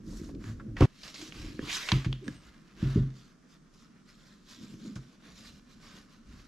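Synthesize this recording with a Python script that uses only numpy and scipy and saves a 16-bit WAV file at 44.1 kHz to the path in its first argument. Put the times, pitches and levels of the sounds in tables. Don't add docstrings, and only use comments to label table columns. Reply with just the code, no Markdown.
import sys
import numpy as np
from scipy import signal
from scipy.fft import rfft, irfft
from scipy.io import wavfile
from scipy.ndimage import uniform_filter1d

SR = 44100
rng = np.random.default_rng(int(sys.argv[2]) if len(sys.argv) > 2 else 0)


def pcm_store(signal):
    levels = np.round(np.clip(np.atleast_2d(signal), -1, 1) * 32767)
    wavfile.write(sys.argv[1], SR, levels.astype(np.int16).T)


N = 285674
TIME, HZ = np.arange(N) / SR, np.fft.rfftfreq(N, 1 / SR)
STOP_S = 0.8585
BEFORE_STOP = TIME < STOP_S


def gain_of(db):
    return 10 ** (np.asarray(db) / 20)


def evened(x):
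    return x / np.sqrt(np.mean(x ** 2) + 1e-20)


def read(points, hz):
    f, value = np.transpose(points)
    return np.interp(np.log(hz + 1), np.log(f + 1), value)


def add(mix, s, sound):
    part = mix[..., max(round(s * SR), 0):][..., :sound.shape[-1]]
    part += sound[..., :part.shape[-1]]


def wander(rate_hz):
    lowpass = 1 / (1 + (HZ / rate_hz) ** 2)
    return evened(irfft(rfft(rng.standard_normal(N)) * lowpass, N))


def wavering(length, depth, size=500):
    unevenness = evened(uniform_filter1d(rng.standard_normal(length), size))
    return np.cumsum(1 + depth * unevenness) / SR


# frequency in Hz, likeness from 0 to 1.
LIKENESS = [(150, 0.99), (3000, 0.68), (8000, 0.86), (13000, 0.407)]


def coloured(pair, gain, hz=HZ, diffuse=1):
    same = read(LIKENESS, hz) ** diffuse
    mid, side = rfft(pair) * gain * np.sqrt([1 + same, 1 - same])
    return evened(irfft([mid + side, mid - side], pair.shape[-1]))


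def noise(spectrum, diffuse=1):
    return coloured(rng.standard_normal((2, N)), gain_of(read(spectrum, HZ)), diffuse=diffuse)


def friction(spectrum, slips_per_s, spread_db, smooth, patchy_db):
    size = gain_of(spread_db * np.minimum(rng.exponential(1, N), 4.5))
    happens = rng.random(N) < slips_per_s / SR
    slips = evened(size * happens * rng.standard_normal((2, N)))
    slips = slips + smooth * rng.standard_normal((2, N))
    z = signal.stft(slips, nperseg=512)[2]
    patches = uniform_filter1d(rng.standard_normal(z.shape[1:]), size=7, axis=0)
    patches = evened(uniform_filter1d(patches, size=9, axis=1))
    slips = signal.istft(z * gain_of(patchy_db * patches), nperseg=512)[1][:, :N]
    return coloured(slips, gain_of(read(spectrum, HZ)))


def gestures(rows, shape, ease_s=0.045):
    rise, sag_db, fall = shape
    power = np.zeros((2, N))
    for s, length, *db in rows:
        u = (TIME - s) / length
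        rise_db = -20 * np.maximum(1 - u / rise, 0) ** 2
        fall_db = -20 * np.maximum(u - 1, 0) / fall
        level = gain_of(rise_db - sag_db * np.clip(u, 0, 1) + fall_db)
        level = uniform_filter1d(level, round(ease_s * SR))
        same_side = BEFORE_STOP == (s < STOP_S)
        power += np.outer(gain_of(db), level * same_side) ** 2
    return np.sqrt(power)


def blows(rows, source):
    out = np.zeros((2, N))
    silencer = np.clip((STOP_S - TIME) / 0.0015, 0, 1)
    for s, *row in rows:
        sound = source(*row)
        if s < STOP_S:
            sound = sound * silencer[round(s * SR):][:sound.shape[-1]]
        add(out, s, sound)
    return out


# time in seconds, sliding share of the sound from 0 to 1.
SLIDING = [(0.8, 0.22), (0.95, 1), (2.95, 0.58), (3.15, 0.22)]


def by_contact(held, sliding):
    share = np.interp(TIME, *np.transpose(SLIDING))
    return np.sqrt(1 - share) * held + np.sqrt(share) * sliding


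# frequency in Hz, relative density in dB per Hz.
ROOM = [(15, -35.5), (25, 6.5), (81, -22), (154, 0), (235, 0), (480, -16.5), (860, -27.5), (1280, -18),
        (2430, -38.5), (5720, -27), (8550, -37), (12100, -46)]


def room(level_db=-59.5):
    return gain_of(level_db) * noise(ROOM, diffuse=6.1)


# frequency in Hz, relative density in dB per Hz.
MURMUR = [(60, -23), (130, -4.5), (220, 7.5), (300, -5), (390, -16), (520, -25.5), (700, -51.5)]
# frequency in Hz, relative density in dB per Hz.
SLIDING_MURMUR = [(60, -10), (130, 2.5), (220, -4), (305, 10.5), (400, -6), (520, -11), (700, -25.5),
                  (1500, -58.5)]
# frequency in Hz, relative density in dB per Hz.
RUMBLE = [(15, -34), (33, 8.5), (52, 5.5), (85, -3), (180, -7), (400, -83)]
# start in seconds, length in seconds, level of the hollow boot's murmur
# in dB, level of the table's rumble in dB.
PRESSES = [(-0.1, 0.87, -46.5, -44.5), (1.18, 0.12, -48, -65), (1.32, 0.21, -45.5, -48.5),
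           (1.59, 0.083, -40.5, -53.5), (2.26, 0.075, -43, -51), (2.33, 0.13, -58, -53.5),
           (2.76, 0.26, -48, -52), (4.55, 0.34, -48, -82), (5.2, 0.28, -61, -57),
           (5.72, 0.24, -62.5, -64.5), (6.26, 0.14, -63, -51.5)]
# rise from -20 dB as a share of its length, sag over its length in dB,
# time to fall 20 dB as a share of its length.
PRESS_SHAPE = (0.29, 1, 0.84)


def handling(toe_db=-4, lumpy_db=2.5, lumps_hz=11, rest_murmur_db=-66.5, rest_rumble_db=-75):
    held = friction(MURMUR, slips_per_s=1000, spread_db=2.0, smooth=0.84, patchy_db=2.5)
    higher = friction(SLIDING_MURMUR, slips_per_s=170, spread_db=0.5, smooth=1.0, patchy_db=4.5)
    pressure, weight = gestures(PRESSES, PRESS_SHAPE)
    toe = gain_of(toe_db) * higher * BEFORE_STOP
    murmur = (by_contact(held, higher) + toe) * pressure
    resting = held * gain_of(rest_murmur_db)
    rumble = noise(RUMBLE) * np.hypot(weight, gain_of(rest_rumble_db))
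    lumps = evened(gain_of(lumpy_db * wander(lumps_hz)))
    return murmur + (resting + rumble) * lumps


# start in seconds, length in seconds, hiss level in dB,
# level in dB of the rasp where it drags.
WIPES = [(0.04, 0.135, -54.5, -61.5), (0.215, 0.072, -57.5, -60.5), (0.39, 0.11, -59.5, -56),
         (3.115, 0.14, -63, -72), (3.47, 0.067, -66, -85), (3.695, 0.12, -66.5, -80.5),
         (4.04, 0.15, -64, -70), (4.19, 0.16, -66, -67), (4.4, 0.29, -56, -61), (4.72, 0.24, -59, -63.5),
         (5.03, 0.087, -68.5, -66), (5.21, 0.086, -64.5, -60), (5.29, 0.19, -56, -61.5),
         (5.685, 0.067, -65, -66.5), (5.79, 0.15, -56, -55), (6.08, 0.085, -65.5, -67.5),
         (6.21, 0.26, -63.5, -62)]
# rise from -20 dB as a share of its length, sag over its length in dB,
# time to fall 20 dB as a share of its length.
WIPE_SHAPE = (0.5, 1.1, 1)


def wipes():
    return gestures(WIPES, WIPE_SHAPE)


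# frequency in Hz, relative density in dB per Hz.
CLOTH_RASP = [(300, -2.5), (600, -2.5), (860, -9), (1050, -1), (1400, 0.5), (1800, -0.5), (2200, -7.5),
              (3000, -9.5), (5000, -17), (9000, -47)]


def cloth_rasp():
    return friction(CLOTH_RASP, slips_per_s=1400, spread_db=1.0, smooth=1.0, patchy_db=1.0)


def crackle(low_hz=1900, high_hz=7500, snags_per_s=200, spread_db=4.0, t60=0.0188, count=16):
    t, out = np.arange(1024) / SR, np.zeros((2, N))
    for when, pitch, size, side in rng.random((round(snags_per_s * N / SR), 4)):
        hz = low_hz + (high_hz - low_hz) * pitch
        size_db = -spread_db * np.log(size + 1 / count)
        grain = gain_of(size_db - 60 * t / t60) * np.sin(2 * np.pi * hz * t)
        add(out, when * N / SR, np.outer([1 + side, 2 - side], grain))
    return evened(out)


# frequency in Hz, relative density in dB per Hz.
HISS = [(900, -25), (2000, -10.5), (4000, 0), (5400, -3), (7400, -8.5), (8400, -17.5), (12300, -19)]


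def rubbing_hiss(toe_hz=4100, toe_db=3, cloth_crackle=0.24, paper_crackle=0.54):
    hiss = friction(HISS, slips_per_s=2000, spread_db=1.0, smooth=0.98, patchy_db=2.0)
    highpass = signal.butter(2, toe_hz, "high", fs=SR, output="sos").repeat(2, axis=0)
    on_toe = gain_of(toe_db) * signal.sosfilt(highpass, hiss)
    hiss = np.where(BEFORE_STOP, on_toe, hiss)
    return evened(hiss + by_contact(cloth_crackle, paper_crackle) * crackle())


def near_surfaces(pair, echo_db=-9, fade_s=0.015, move_s=0.2):
    t, out = np.arange(2048) / SR, pair.copy()
    for pose in range(int(TIME[-1] / move_s) + 2):
        sparse = rng.random((2, len(t))) < 0.05
        left, own = rng.standard_normal((2, len(t))) * sparse * np.exp(-t / fade_s)
        echoes = np.array([left, (left + own) / np.sqrt(2)])
        echoes *= gain_of(echo_db) / np.linalg.norm(echoes, axis=1, keepdims=True)
        near = np.flatnonzero(abs(TIME / move_s - pose) < 1)
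        if len(near):
            window = np.cos(np.pi / 2 * (TIME[near] / move_s - pose))
            add(out, TIME[near[0]], signal.fftconvolve(pair[:, near] * window, echoes, axes=1))
    return out / np.hypot(1, gain_of(echo_db))


def rubbing(fidget_db=3, rest_cloth_db=-88.5, rest_paper_db=-63.5):
    judder_db = by_contact(2.4 * wander(rate_hz=9.8), 0.59 * wander(rate_hz=130))
    speed, drag = np.hypot(wipes(), shoves())
    swing, grind = scrape()
    fidget = gain_of(rest_cloth_db + fidget_db * wander(rate_hz=8.7))
    resting_drag = by_contact(fidget, gain_of(rest_paper_db))
    hiss = rubbing_hiss() * np.hypot(speed, swing)
    rasp = by_contact(cloth_rasp(), paper_rasp()) * np.hypot(drag, resting_drag)
    return near_surfaces(gain_of(judder_db) * (hiss + rasp + sole_rasp() * grind))


# frequency in Hz, relative level in dB.
TAP_COLOUR = [(150, 8), (600, 9), (820, 3), (1020, 4.5), (3000, -1.5), (6300, -9.5), (8500, -18.5),
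              (12500, -24.5)]
# start in seconds, level in dB, pitch in Hz,
# t60 of the burst in seconds, sharpness of the resonance as Q.
TAPS = [(0.129, -53, 556, 0.054, 5), (0.290, -46.5, 600, 0.06, 1.6), (0.441, -36, 1600, 0.009, 1.6),
        (0.598, -46.5, 1420, 0.087, 4.4), (0.767, -35.5, 1950, 0.058, 1.6), (0.8067, -28.5, 770, 0.31, 1.4),
        (0.807, -30, 4300, 0.023, 1), (0.821, -27, 1100, 0.048, 6), (0.823, -37, 2650, 0.14, 4.4),
        (1.033, -42, 5070, 0.062, 3.7), (1.078, -43, 5300, 0.064, 2), (1.142, -42, 5000, 0.11, 2.3),
        (1.158, -42, 2290, 0.042, 3.5), (1.214, -40.5, 5200, 0.065, 1.8), (1.323, -33.5, 2400, 0.012, 4),
        (1.592, -33, 1690, 0.015, 7.4), (1.8875, -24, 2900, 0.061, 2), (1.918, -11.5, 3080, 0.017, 2.1),
        (1.9185, -27, 1010, 0.053, 10), (2.046, -37.5, 2570, 0.096, 0.67),
        (2.128, -25.5, 3230, 0.0096, 6.1), (2.2805, -33.5, 1666, 0.024, 27),
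        (2.280, -33.5, 5460, 0.0089, 1.9), (4.961, -47, 1305, 0.11, 3.6), (4.955, -48.5, 6730, 0.11, 1.9)]


def tap(db, pitch_hz, t60, sharpness, skirt=0.031, tail_db=-27, tail_t60=0.31, ring=0.68):
    t = np.arange(8192) / SR
    hz = np.fft.rfftfreq(len(t), 1 / SR) + 1
    peak = 1 / np.hypot(1, sharpness * (hz / pitch_hz - pitch_hz / hz))
    tone = (peak + skirt) * gain_of(read(TAP_COLOUR, hz))
    burst = coloured(rng.standard_normal((2, len(t))), tone, hz, diffuse=0.91)
    fade = np.hypot(gain_of(-60 * t / t60), gain_of(tail_db - 60 * t / tail_t60))
    ping = ring * np.exp(-np.pi * pitch_hz * t / sharpness) * np.sin(2 * np.pi * pitch_hz * t)
    attack = 1 - np.exp(-t / 0.00027)
    return gain_of(db) * (burst * fade + ping) * attack


# start in seconds, level in dB.
DRY_TICKS = [(0.349, -50), (3.1035, -50.5), (5.5958, -56), (5.7126, -58), (6.162, -58)]


def dry_tick(db):
    return tap(db, pitch_hz=3970, t60=0.016, sharpness=1)


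# start in seconds, length in seconds, mean pitch in Hz, level in dB.
LOW_TONES = [(0.45, 0.11, 101, -34), (0.65, 0.13, 104.6, -38), (1.49, 0.048, 308.5, -41),
             (2.21, 0.056, 341, -42), (2.955, 0.045, 384, -30), (4.84, 0.11, 231.5, -38)]


def low_tone(length, pitch_hz, db, unsteady=0.12):
    clock = wavering(round(length * SR), unsteady)
    swell = np.sin(np.linspace(0, np.pi, len(clock)))
    return gain_of(db) * swell * np.sin(2 * np.pi * pitch_hz * clock)


# start in seconds, length in seconds, hiss level in dB,
# rasp level in dB.
SHOVES = [(0.775, 0.075, -50, -36.5), (0.92, 0.26, -55, -79), (1.02, 0.089, -49, -46.5),
          (1.135, 0.15, -47, -50), (1.3, 0.21, -52, -48.5), (2.225, 0.13, -64, -51.5),
          (2.39, 0.099, -66, -57), (2.76, 0.22, -55.5, -45.5)]
# rise from -20 dB as a share of its length, sag over its length in dB,
# time to fall 20 dB as a share of its length.
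SHOVE_SHAPE = (0.43, 4.9, 0.49)


def shoves():
    return gestures(SHOVES, SHOVE_SHAPE)


# frequency in Hz, relative density in dB per Hz.
PAPER_RASP = [(300, -1), (600, -4.5), (860, -6.5), (1020, -1.5), (2500, 0), (3500, -3.5), (5500, -6),
              (9000, -21.5)]


def paper_rasp():
    return friction(PAPER_RASP, slips_per_s=1000, spread_db=0.0, smooth=0.78, patchy_db=1.0)


# frequency in Hz, relative level in dB,
# t60 in seconds when the table is free.
TABLE = [(44, -1.5, 0.34), (108.3, 3.5, 0.16), (132.76, 7.5, 0.36), (232.6, -6, 0.26), (308, 2.5, 0.13),
         (377.2, -4, 0.26)]


def table_ring(t, thud_hz, ring_length, sag=0.085, settle_s=0.027, unsteady=0.036):
    hz, db, t60 = np.transpose(TABLE)[:, :, None]
    reach = 1 / np.hypot(1, (hz / thud_hz) ** 2 / 2)
    clock = wavering(len(t), unsteady) - sag * settle_s * (1 - np.exp(-t / settle_s))
    fade = gain_of(db - 60 * t / (t60 * ring_length))
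    return -(reach * fade * np.sin(2 * np.pi * hz * clock)).sum(0)


def table_shudder(t, db=-9, low_hz=60, high_hz=260, t60=0.31):
    band = signal.butter(3, [low_hz, high_hz], "band", fs=SR, output="sos")
    return evened(signal.sosfilt(band, rng.standard_normal(len(t)))) * gain_of(db - 60 * t / t60)


# start in seconds, thud level in dB, thud pitch in Hz,
# table ring level in dB, ring length as a share of the free table's.
KNOCKS = [(0.807, -12.5, 346, -23.5, 1.1), (0.8085, -12.5, 103, -16, 0.83), (0.811, -22, 54.5, -32, 0.7),
          (0.8225, -9, 288, -16.5, 1.04), (0.840, -20, 103, -13, 1.1), (1.592, -22, 296, -50, 0.47),
          (1.924, -15.5, 157, -16.5, 0.61), (2.063, -19.5, 143, -24.5, 0.88),
          (2.128, -36.5, 344, -47, 0.51), (2.283, -25.5, 258, -45.5, 0.56), (2.827, -17, 169, -25.5, 1.5),
          (2.958, -13.5, 183, -21, 0.52), (2.9745, -16.5, 142, -20.5, 0.85), (4.960, -31, 157, -34, 0.53)]


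def knock(thud_db, thud_hz, ring_db, ring_length, boot_hz=315, boot_db=-7, boot_t60=0.059,
          heel_hz=520, heel_db=-15, table_rise_s=0.022):
    t = np.arange(SR // 2) / SR
    swell = t * thud_hz / 0.74
    thud = -swell ** 2 * np.exp(2 * (1 - swell)) * np.sin(2 * np.pi * thud_hz * t)
    hardness = (thud_hz / boot_hz) ** 2
    heel = gain_of(heel_db) * hardness * np.sin(2 * np.pi * heel_hz * t)
    boot = gain_of(boot_db) * np.sin(2 * np.pi * boot_hz * t) + heel
    boot = boot * gain_of(-60 * t / boot_t60) * (1 - np.exp(-t / 0.0046))
    table = table_ring(t, thud_hz, ring_length) + table_shudder(t)
    table = table * (1 - np.exp(-t / table_rise_s))
    return gain_of(thud_db) * (thud + boot) + gain_of(ring_db) * table


# time in seconds, hiss level in dB, rasp level in dB.
SCRAPE = [(1.53, -61.5, -76), (1.64, -58.5, -51), (1.70, -42, -38), (1.752, -33.5, -38), (1.79, -42.5, -40),
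          (1.87, -42.5, -39), (1.94, -52, -38), (2.03, -58.5, -53), (2.2, -78, -67)]


def scrape():
    s, *columns = np.transpose(SCRAPE)
    gains = np.array([gain_of(np.interp(TIME, s, db)) for db in columns])
    return gains * (TIME > s[0]) * (TIME < s[-1])


# frequency in Hz, relative density in dB per Hz.
SOLE_RASP = [(250, -6), (820, -8.5), (1030, -1), (3000, 2.5), (4400, -8), (6500, -12), (9000, -24.5)]


def sole_rasp():
    return friction(SOLE_RASP, slips_per_s=2500, spread_db=0.5, smooth=0.92, patchy_db=3.5)


# time in seconds, mean pitch in Hz, level in dB.
SQUEAK = [(2.24, 8250, -67), (2.28, 8620, -65), (2.325, 8300, -78), (2.365, 8560, -65), (2.44, 8120, -83)]


def squeak():
    s, hz, db = np.transpose(SQUEAK)
    pitch = np.interp(TIME, s, hz) * (1 + 0.006 * wander(rate_hz=380))
    whistle = np.sin(2 * np.pi * np.cumsum(pitch) / SR)
    return gain_of(np.interp(TIME, s, db)) * whistle * (TIME > s[0]) * (TIME < s[-1])


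def scene():
    contacts = blows(TAPS, tap) + blows(DRY_TICKS, dry_tick) + blows(LOW_TONES, low_tone) + blows(KNOCKS, knock)
    return room() + handling() + rubbing() + contacts + squeak()


def record(dry, lag_samples=1.0, near_hz=5500, left_db=-1.3, shade_hz=250, top_hz=12800, top_order=16,
           edge_hz=14800):
    shade = gain_of(left_db * HZ ** 2 / (HZ ** 2 + shade_hz ** 2))
    lag = lag_samples / SR / (1 + (HZ / near_hz) ** 4)
    left = irfft(rfft(dry[0]) * shade * np.exp(-2j * np.pi * HZ * lag), N)
    rolloff = 1 / np.hypot(1, (HZ / top_hz) ** top_order)
    pair = irfft(rfft([left, dry[1]]) * rolloff, N)
    band_limit = signal.firwin(511, edge_hz, window=("kaiser", 9), fs=SR)
    return signal.oaconvolve(pair, band_limit[None], "same")


dry = scene()
out = record(dry)
pcm_store(out)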